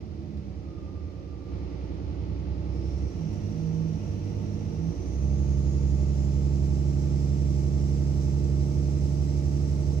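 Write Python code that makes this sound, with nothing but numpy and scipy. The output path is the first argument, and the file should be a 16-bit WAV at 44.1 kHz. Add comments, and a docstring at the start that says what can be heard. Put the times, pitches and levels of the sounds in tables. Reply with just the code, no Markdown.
"""Inside a city bus pulling away

A six-cylinder diesel coasts, takes up load, sags at a gear change, then pulls hard. Its firing harmonics
boom when the speed carries them onto a mode of the cabin; its uneven cylinders shake the body and panels.
Noise that pulses with each firing makes the rumble, the injector clatter and the ringing of the engine block.
The turbocharger spools up in two steps, blowing air through the intake pipe and whistling.
Tyre noise lies underneath, with two early soft hums and a third soon after, a brief gearbox whine and a few ticks.
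"""
import sys
import numpy as np
from scipy import signal
from scipy.fft import rfft, irfft
from scipy.io import wavfile
from scipy.ndimage import uniform_filter1d

SR = 44100
rng = np.random.default_rng(int(sys.argv[2]) if len(sys.argv) > 2 else 0)


def generate_wav(signal):
    """Clip the signal to [-1, 1] and save it as 16-bit WAV at the path in sys.argv[1]."""
    frames = np.transpose(np.atleast_2d(signal))
    scaled = np.clip(frames, -1, 1) * 32767
    pcm = np.round(scaled).astype(np.int16)
    wavfile.write(sys.argv[1], SR, pcm)


N = 441000
T = np.arange(N) / SR
FREQS = np.fft.rfftfreq(N, 1 / SR)

# Tyre noise in the cabin. Each row: frequency in Hz, relative level in dB per Hz.
ROAD_SPECTRUM = [(20, -29), (38, -13.5), (48, -16.5), (74, 5), (92, -4), (115, -8.5), (150, -13),
                 (190, -12.5), (300, -24), (900, -72)]
# Response of the bus body. Each row: frequency in Hz, relative level in dB per Hz.
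BODY_RESPONSE = [(20, -28), (38, -16), (48, -15), (76, -3.5), (96, 1.5), (118, -14.5), (160, -12),
                 (200, -10.5), (240, -17), (325, -12.5), (410, -22.5), (470, -16.5), (515, -27),
                 (590, -23.5), (680, -28.5), (860, -30), (1020, -60), (1600, -53.5), (3000, -78.5)]
# Injector and combustion noise. Each row: frequency in Hz, relative level in dB per Hz.
CLATTER_SPECTRUM = [(400, -19.5), (850, 6), (1200, 7), (1550, -0.5), (2000, 2.5), (2900, -1.5),
                    (3800, -2.5), (5300, -4), (6200, -9), (7500, -22.5), (9500, -38.5), (15500, -32.5)]
# Air rushing into the engine. Each row: frequency in Hz, relative level in dB per Hz.
RUSH_SPECTRUM = [(2000, -14.5), (4200, -8.5), (5400, 0.5), (6000, 1.5), (7200, -7), (8300, -12.5),
                 (10000, -20.5), (11400, -15), (13000, -25), (15500, -21)]

# Balance of the two sides. Each row: frequency in Hz, left minus right in dB.
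SIDE_BALANCE = [(70, -5.9), (140, -4.9), (162, -9.5), (208, -7.4), (280, -9.5), (380, -6), (620, -1),
                (5000, -3), (7400, -2.5), (8300, 5), (11200, 4.5), (12200, -1.6)]
# How alike the two sides are. Each row: frequency in Hz, likeness from 0 to 1.
SIDE_LIKENESS = [(100, 0.83), (200, 0.94), (350, 0.52), (600, 0.26), (4000, 0.2), (9000, .1)]
# Phase between the sides from the cabin's standing waves. Each row: frequency in Hz, left lead in radians.
STANDING_WAVES = [(70, 0.4), (140, -0.048), (200, 0.21), (500, -0.65), (2400, -0.59)]

# Engine speed: it drops at the upshift and later climbs back. Each row: time in seconds, firing rate in Hz.
ENGINE_SPEED = [(0, 74.36), (.6, 63.25), (1.6, 61.94), (2.6, 64.7), (3.0, 66.34), (3.22, 50.74),
                (3.38, 50.37), (3.56, 54.03), (3.81, 53.93), (4.05, 48.87), (4.68, 52.38), (5.02, 60.4),
                (5.2, 68.2), (6, 68.55), (7, 69.5), (8, 69.3), (9, 70.33), (10, 71)]
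# How hard the engine pulls. Each row: time in seconds, share of full torque (0 coasting, 1 full).
TORQUE = [(1.44, 0.23), (1.52, 0.71), (2.1, 0.74), (3.2, .92), (5.3, 1)]
# Soft hums. Each row: time of the loudest moment in seconds, pitch in Hz, level in dB,
# fade on either side in dB per second.
COASTING_HUMS = [(.1, 328.5, -48.5, 10), (.1, 749, -65, 15), (1.1, 541.5, -60.5, 11.5)]
# Loose fittings. Each row: start in seconds, level in dB, ring frequency in Hz.
FITTING_TICKS = [(0.372, -60, 4130), (2.983, -61, 5600), (3.33, -60, 6200)]

# The turbocharger's speed-ups. Each row: start in seconds, whistle pitch it heads for in Hz, lag in seconds.
TURBO_SPOOLS = [(2.53, 5806, 0.16), (4.68, 7640, .66)]
# Steady resonances of the intake pipe. Each row: frequency in Hz, width in Hz, relative level in dB.
PIPE_RESONANCES = [(3940, 70, 0), (5265, 50, 3), (5625, 90, 3), (6190, 55, 3)]
# Engine block resonances. 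Each row: frequency in Hz, width in Hz, level at cruising revs in dB,
# change at lugging revs in dB.
BLOCK_RESONANCES = [(874, 116, -63.5, 3), (1175, 150, -71, -13), (2740, 660, -80.5, 14)]
# Multiples of the engine cycle that uneven cylinders favour. Each entry: multiple, extra level in dB.
FAVOURED_ORDERS = {7: 7.9, 9: 4.2, 11: 5.5, 14: 5.4, 15: 4.3, 27: 8.2, 28: 4.4, 30: 9.4, 34: 5.6, 36: 10.7,
                   37: 6.6, 40: 1.8, 52: 10.1, 57: 2.6, 75: 3.1}
# Narrow panel resonances that lift any order passing by. Each row: frequency in Hz, width in Hz, lift in dB.
PANEL_RESONANCES = [(161.2, 11, 11), (283.6, 16, 6), (327.8, 3.3, 4.5), (349.1, 8.8, 5), (369.4, 19.6, 4),
                    (467, 8.7, 5.5), (607, 18, 3.5), (883, 14, 5.5)]
# Air modes of the cabin. Each row: frequency in Hz, width in Hz, level in dB of a harmonic right on the mode.
AIR_MODES = [(68.2, 10.43, -26), (100, 9, -32.5), (139.78, 10.4, -29), (162.4, 7.9, -27.5),
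             (205.4, 15.4, -38.5), (280.1, 16.4, -44)]
# Change in each of the first four firing harmonics when coasting. Each entry: level in dB.
HARMONIC_COAST_DB = [-19.5, -18.5, -3.5, -8.5]

PORT_DELAY_S = 20 / SR  # lead of the left side
CRUISE_HZ, LUG_HZ = 69, 50  # firing rates
# Body shaking: start level at full torque, change when coasting, growth with time
SHAKE_DB, SHAKE_COAST_DB, SHAKE_DB_PER_S = -43, -7.5, 0.11
# Turbocharger whistle with no boost and while coasting
NO_BOOST_HZ, TURBO_IDLE_HZ = 4470, 4830
# Gearbox whine: the length runs from the start to the release
WHINE_S, WHINE_LENGTH_S, WHINE_ATTACK_S, WHINE_RELEASE_S = .56, 0.77, 0.15, .4
# It slides down onto a steady pitch
WHINE_HZ, WHINE_SLIDE_HZ, WHINE_SETTLE_S = 1182, 125, .17
EDGE_HZ = 15700  # upper limit of the sound


def gain_of(db):
    """Turns decibels into amplitude."""
    return 10 ** (np.asarray(db) / 20)


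def evened(x):
    """Scales a signal to an rms of 1."""
    return x / np.sqrt(np.mean(x ** 2) + 1e-20)


def read(points, hz):
    """Reads a frequency table at the given frequencies, on a logarithmic scale."""
    f, value = np.transpose(points)
    return np.interp(np.log(hz + 1), np.log(f + 1), value)


def curve(rows, t=T):
    """Joins the points of a two-column time table into a curve."""
    s, value = np.transpose(rows)
    return np.interp(t, s, value)


def wander(hz, t=T):
    """Makes slow random movement of rms 1, moving at up to about hz."""
    knots = uniform_filter1d(rng.standard_normal(2100), max(1, round(100 / hz)))
    return np.interp(t, np.arange(2100) / 200, evened(knots))  # 200 knots per second


def peak(hz, centre_hz, width_hz):
    """Gives the height of a resonance, 1 at its centre."""
    return 1 / (1 + (2 * (hz - centre_hz) / width_hz) ** 2)


def ring(x, hz, width_hz, step_s):
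    """A steep resonance of gain 1 that takes time to build up and to die away."""
    r = np.exp(-np.pi * width_hz * step_s)
    pole = r * np.exp(2j * np.pi * hz * step_s)
    return signal.lfilter([(1 - r) ** 2], [1, -2 * pole, pole ** 2], x)


def whistle(hz, width_hz):
    """A fuzzy tone of rms 1: two narrow bands of noise carried along a pitch curve."""
    r = np.exp(-np.pi * width_hz / SR)
    noise = rng.standard_normal((2, N)) + 1j * rng.standard_normal((2, N))
    band = signal.lfilter([1], [1, -2 * r, r * r], noise)
    carrier = np.exp(2j * np.pi * np.cumsum(hz * np.ones(N)) / SR)
    return evened((band * carrier).real)


def side_gains(hz):
    """Left and right gains, which average 1 at every frequency."""
    ratio = gain_of(read(SIDE_BALANCE, hz))
    return 2 * np.array([ratio, np.ones_like(ratio)]) / (1 + ratio)


def lead_of(hz):
    """Radians by which the left side leads: a fixed delay plus the standing waves."""
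    return 2 * np.pi * hz * PORT_DELAY_S + read(STANDING_WAVES, hz)


def coloured(pair, spectrum, band, low_hz=18):
    """Gives two noises a spectrum and a place in the cabin; the mean of the sides has rms 1 within the band."""
    a, b = rfft(pair)
    same = np.clip(read(SIDE_LIKENESS, FREQS), -1, 1)
    left = a * np.exp(1j * lead_of(FREQS))
    right = same * a + np.sqrt(1 - same ** 2) * b
    low_cut = FREQS ** 2 / np.hypot(FREQS ** 2, low_hz ** 2)
    sides = np.array([left, right]) * side_gains(FREQS) * gain_of(read(spectrum, FREQS)) * low_cut
    inside = (FREQS > band[0]) & (FREQS < band[1])
    return irfft(sides, N) / np.std(irfft(sides.mean(0) * inside, N))


def cabin(pair, t60=0.16):
    """Short reflections from windows and seats ripple the spectrum, differently on each side."""
    t = np.arange(8192) / SR
    paths = rng.standard_normal((2, 2, len(t))) * gain_of(-60 * t / t60)
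    paths /= np.linalg.norm(paths, axis=2, keepdims=True) * np.sqrt(2)
    wet = signal.oaconvolve(pair[None], paths, axes=2).sum(1)[:, :N]
    share = .25  # reflected part of the power
    return np.sqrt(1 - share) * pair + np.sqrt(share) * wet


def pull(t=T):
    """Share of full torque."""
    return np.clip(curve(TORQUE, t), 0, 1)


def burn(full_at=.7):
    """Combustion noise rises with the torque and is complete well before full torque."""
    return np.minimum(pull() / full_at, 1)


def lug(t=T):
    """How hard the engine labours as its revs sag: 0 at cruising revs, 1 at lugging revs."""
    return (np.maximum(CRUISE_HZ - curve(ENGINE_SPEED, t), 0) / (CRUISE_HZ - LUG_HZ)) ** 2


def shake_db(t=T):
    """The body shakes with the torque, and slowly more as the bus gathers speed."""
    return SHAKE_DB + SHAKE_COAST_DB * (1 - pull(t)) + SHAKE_DB_PER_S * t


def puffs(firing, depth):
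    """Two noises that swell at every firing."""
    return rng.standard_normal((2, N)) * (1 + depth * np.cos(firing))


def road(road_db=-42.0):
    """The tyres drum the floor with a steady low noise."""
    return gain_of(road_db) * coloured(rng.standard_normal((2, N)), ROAD_SPECTRUM, band=(20, 300))


def hums(width_hz=9):
    """Soft hums, each a narrow band of noise that fades away from its loudest moment."""
    out = np.zeros((2, N))
    for s, hz, db, fade in COASTING_HUMS:
        level = gain_of(db - fade * abs(T - s))
        out += level * side_gains(hz)[:, None] * whistle(hz, width_hz)[0]
    return out


def fittings(t60=0.094, width_hz=3500):
    """Loose trim ticks now and then: short bursts of noise around a ring frequency."""
    t = np.arange(4096) / SR
    hz = np.fft.rfftfreq(len(t), 1 / SR)
    out = np.zeros((2, N))
    for s, db, ring_hz in FITTING_TICKS:
        noise = rng.standard_normal((2, len(t)))
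        tick = irfft(rfft(noise) * peak(hz, ring_hz, width_hz))
        out[:, round(s * SR):][:, :len(t)] += gain_of(db - 60 * t / t60) * evened(tick)
    return out


def gearbox(width_hz=60, whine_db=-60.5):
    """A soft falling whine, part tone and part fuzz, that starts before the engine takes up load."""
    clear = .38  # share of the pure tone
    age = np.maximum(T - WHINE_S, 0)
    hz = WHINE_HZ + WHINE_SLIDE_HZ * np.exp(-age / WHINE_SETTLE_S)
    attack = np.minimum(age / WHINE_ATTACK_S, 1)
    release = np.exp(-np.maximum(age - WHINE_LENGTH_S, 0) / WHINE_RELEASE_S)
    tone_hz = hz + width_hz / 6 * wander(40)
    tone = np.sqrt(2) * np.cos(2 * np.pi * np.cumsum(tone_hz) / SR)
    return gain_of(whine_db) * attack * release * (clear * tone + (1 - clear) * whistle(hz, width_hz))


def turbo_hz():
    """The heavy blades start gently and close in on each new speed with a lag."""
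    hz, last = np.full(N, float(TURBO_IDLE_HZ)), TURBO_IDLE_HZ
    for s, goal_hz, lag_s in TURBO_SPOOLS:
        age = np.maximum(T - s, 0) / lag_s
        hz += (goal_hz - last) * (1 - (1 + age) * np.exp(-age))
        last = goal_hz
    return hz


def intake(rush_db=-72.5, pipe_db=-73, whistle_db=-58.0, surge_db=5.0, surge_hz_per_s=1300,
           whistle_width_hz=480, flicker_db=0.7):
    """Air rushes in with the boost and rings the pipe; the blades whistle, more keenly while they speed up."""
    hz = turbo_hz()
    boost = (hz - NO_BOOST_HZ) / (hz.max() - NO_BOOST_HZ)
    surge = np.tanh(np.gradient(hz) * SR / surge_hz_per_s)
    air = cabin(rng.standard_normal((2, N)))
    rush = gain_of(rush_db) * coloured(air, RUSH_SPECTRUM, band=(8000, 14000))
    pipe = sum(gain_of(db + pipe_db) * whistle(ring_hz, width) for ring_hz, width, db in PIPE_RESONANCES)
    blade_level = gain_of(whistle_db + read(RUSH_SPECTRUM, hz) + surge_db * surge)
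    blades = side_gains(hz) * blade_level * cabin(whistle(hz, whistle_width_hz))
    return boost * (rush + pipe + blades) * gain_of(flicker_db * wander(16))


def block(firing, knock=0.13, coast_db=-17):
    """Under load the engine block rings with every firing; low revs shift the balance of its resonances."""
    rings = sum(gain_of(db + lug_db * lug()) * whistle(hz, width) for hz, width, db, lug_db in BLOCK_RESONANCES)
    return gain_of(coast_db * (1 - burn())) * rings * (1 + knock * np.cos(firing))


def clatter(firing, clatter_db=-66.5, coast_db=-6.0, knock=0.092):
    """Injector and combustion noise pulses with the firings, smeared by the cabin."""
    level = gain_of(clatter_db + coast_db * (1 - burn()))
    return level * coloured(cabin(puffs(firing, knock)), CLATTER_SPECTRUM, band=(1500, 2500))


def rumble(firing, rumble_db=-7, throb=0.53, low_hz=220):
    """Every firing shakes the panels, heard as throbbing noise."""
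    level = gain_of(shake_db() + rumble_db)
    return level * coloured(puffs(firing, throb), BODY_RESPONSE, (250, 900), low_hz)


def orders(firing, orders_db=-14.5, drift=0.31, firing_db=2, lug_evens=0.49, count=90):
    """Unequal cylinders repeat once in six firings: multiples of that cycle shake the body and its panels."""
    t, fine_t = T[::441], T[::10]  # coarse times for the levels, finer ones for the waves
    cycle_hz = curve(ENGINE_SPEED, t) / 6
    cycle = np.exp(1j * firing[::10] / 6)
    load_db = shake_db(t)
    uneven = 1 - lug_evens * lug(t)  # the favoured orders stand out less at low revs
    out, turn = np.zeros((2, len(cycle))), 1
    for k in range(1, count):
        turn = turn * cycle
        if k in (1, 6, 12, 18, 24):  # the first is left out; boom() makes the other four
            continue
        hz = k * cycle_hz
        favour_db = FAVOURED_ORDERS.get(k, firing_db * (k % 6 == 0))
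        panel_db = sum(db * peak(hz, centre, width) for centre, width, db in PANEL_RESONANCES)
        extra_db = favour_db * uneven + panel_db
        body_db = read(BODY_RESPONSE, hz) - read(BODY_RESPONSE, 325)
        size = gain_of(load_db + orders_db + body_db + extra_db)
        # strong, low orders hold steady; weak and high ones flutter
        waver = gain_of(-extra_db) * k / 90
        flutter = 1 + waver * (wander(5, t) + 1j * wander(5, t))
        phase = 2 * np.pi * rng.random() + drift * wander(0.93, t)
        swing = size * flutter / np.sqrt(1 + 2 * waver ** 2) * np.exp(1j * phase)
        # less likeness between the sides means a wider phase difference
        spread = np.arccos(np.clip(read(SIDE_LIKENESS, hz), -1, 1)) / 2
        lead = lead_of(hz) + rng.choice([-1, 1]) * spread
        sides = side_gains(hz) * swing * np.exp(1j * np.outer([1, 0], lead))
        out += [(np.interp(fine_t, t, side) * turn).real for side in sides]
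    return np.sqrt(2) * signal.resample(out, N, axis=1)


def boom(firing, lag=0.059, waver_db=0.46):
    """The first harmonics of the exhaust pulses ring the cabin's modes as the speed carries them past."""
    t, angle = T[::10], firing[::10]  # low notes need only a tenth of the samples
    rate, slack = curve(ENGINE_SPEED, t), 1 - pull(t)
    out = np.zeros((2, len(t)))
    for k, coast_db in enumerate(HARMONIC_COAST_DB, 1):
        drive = gain_of(coast_db * slack) * np.exp(1j * (k * angle + lag * (k - 1)))
        air = sum(gain_of(db) * ring(drive, hz, width, t[1]) for hz, width, db in AIR_MODES)
        sides = side_gains(k * rate) * np.exp(1j * np.outer([1, 0], lead_of(k * rate)))
        out += gain_of(waver_db * wander(9, t)) * (sides * air).real
    return np.sqrt(2) * signal.resample(out, N, axis=1)


def scene():
    """One crankshaft, its speed wavering slightly, times the firing sounds; the other layers are added."""
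    firing_hz = curve(ENGINE_SPEED) * (1 + 0.0017 * wander(4.1))
    firing = 2 * np.pi * np.cumsum(firing_hz) / SR  # phase in radians, one turn per firing
    background = road() + hums() + fittings() + gearbox()
    engine = intake() + block(firing) + clatter(firing) + rumble(firing) + orders(firing) + boom(firing)
    return background + engine


def record(dry):
    """Softens the very ends and removes the treble above the upper limit."""
    faded = dry * signal.windows.tukey(N, .002)
    low_pass = signal.firwin(511, EDGE_HZ, window=("kaiser", 9), fs=SR)
    return signal.oaconvolve(faded, low_pass[None], "same")


dry = scene()
out = record(dry)
generate_wav(out)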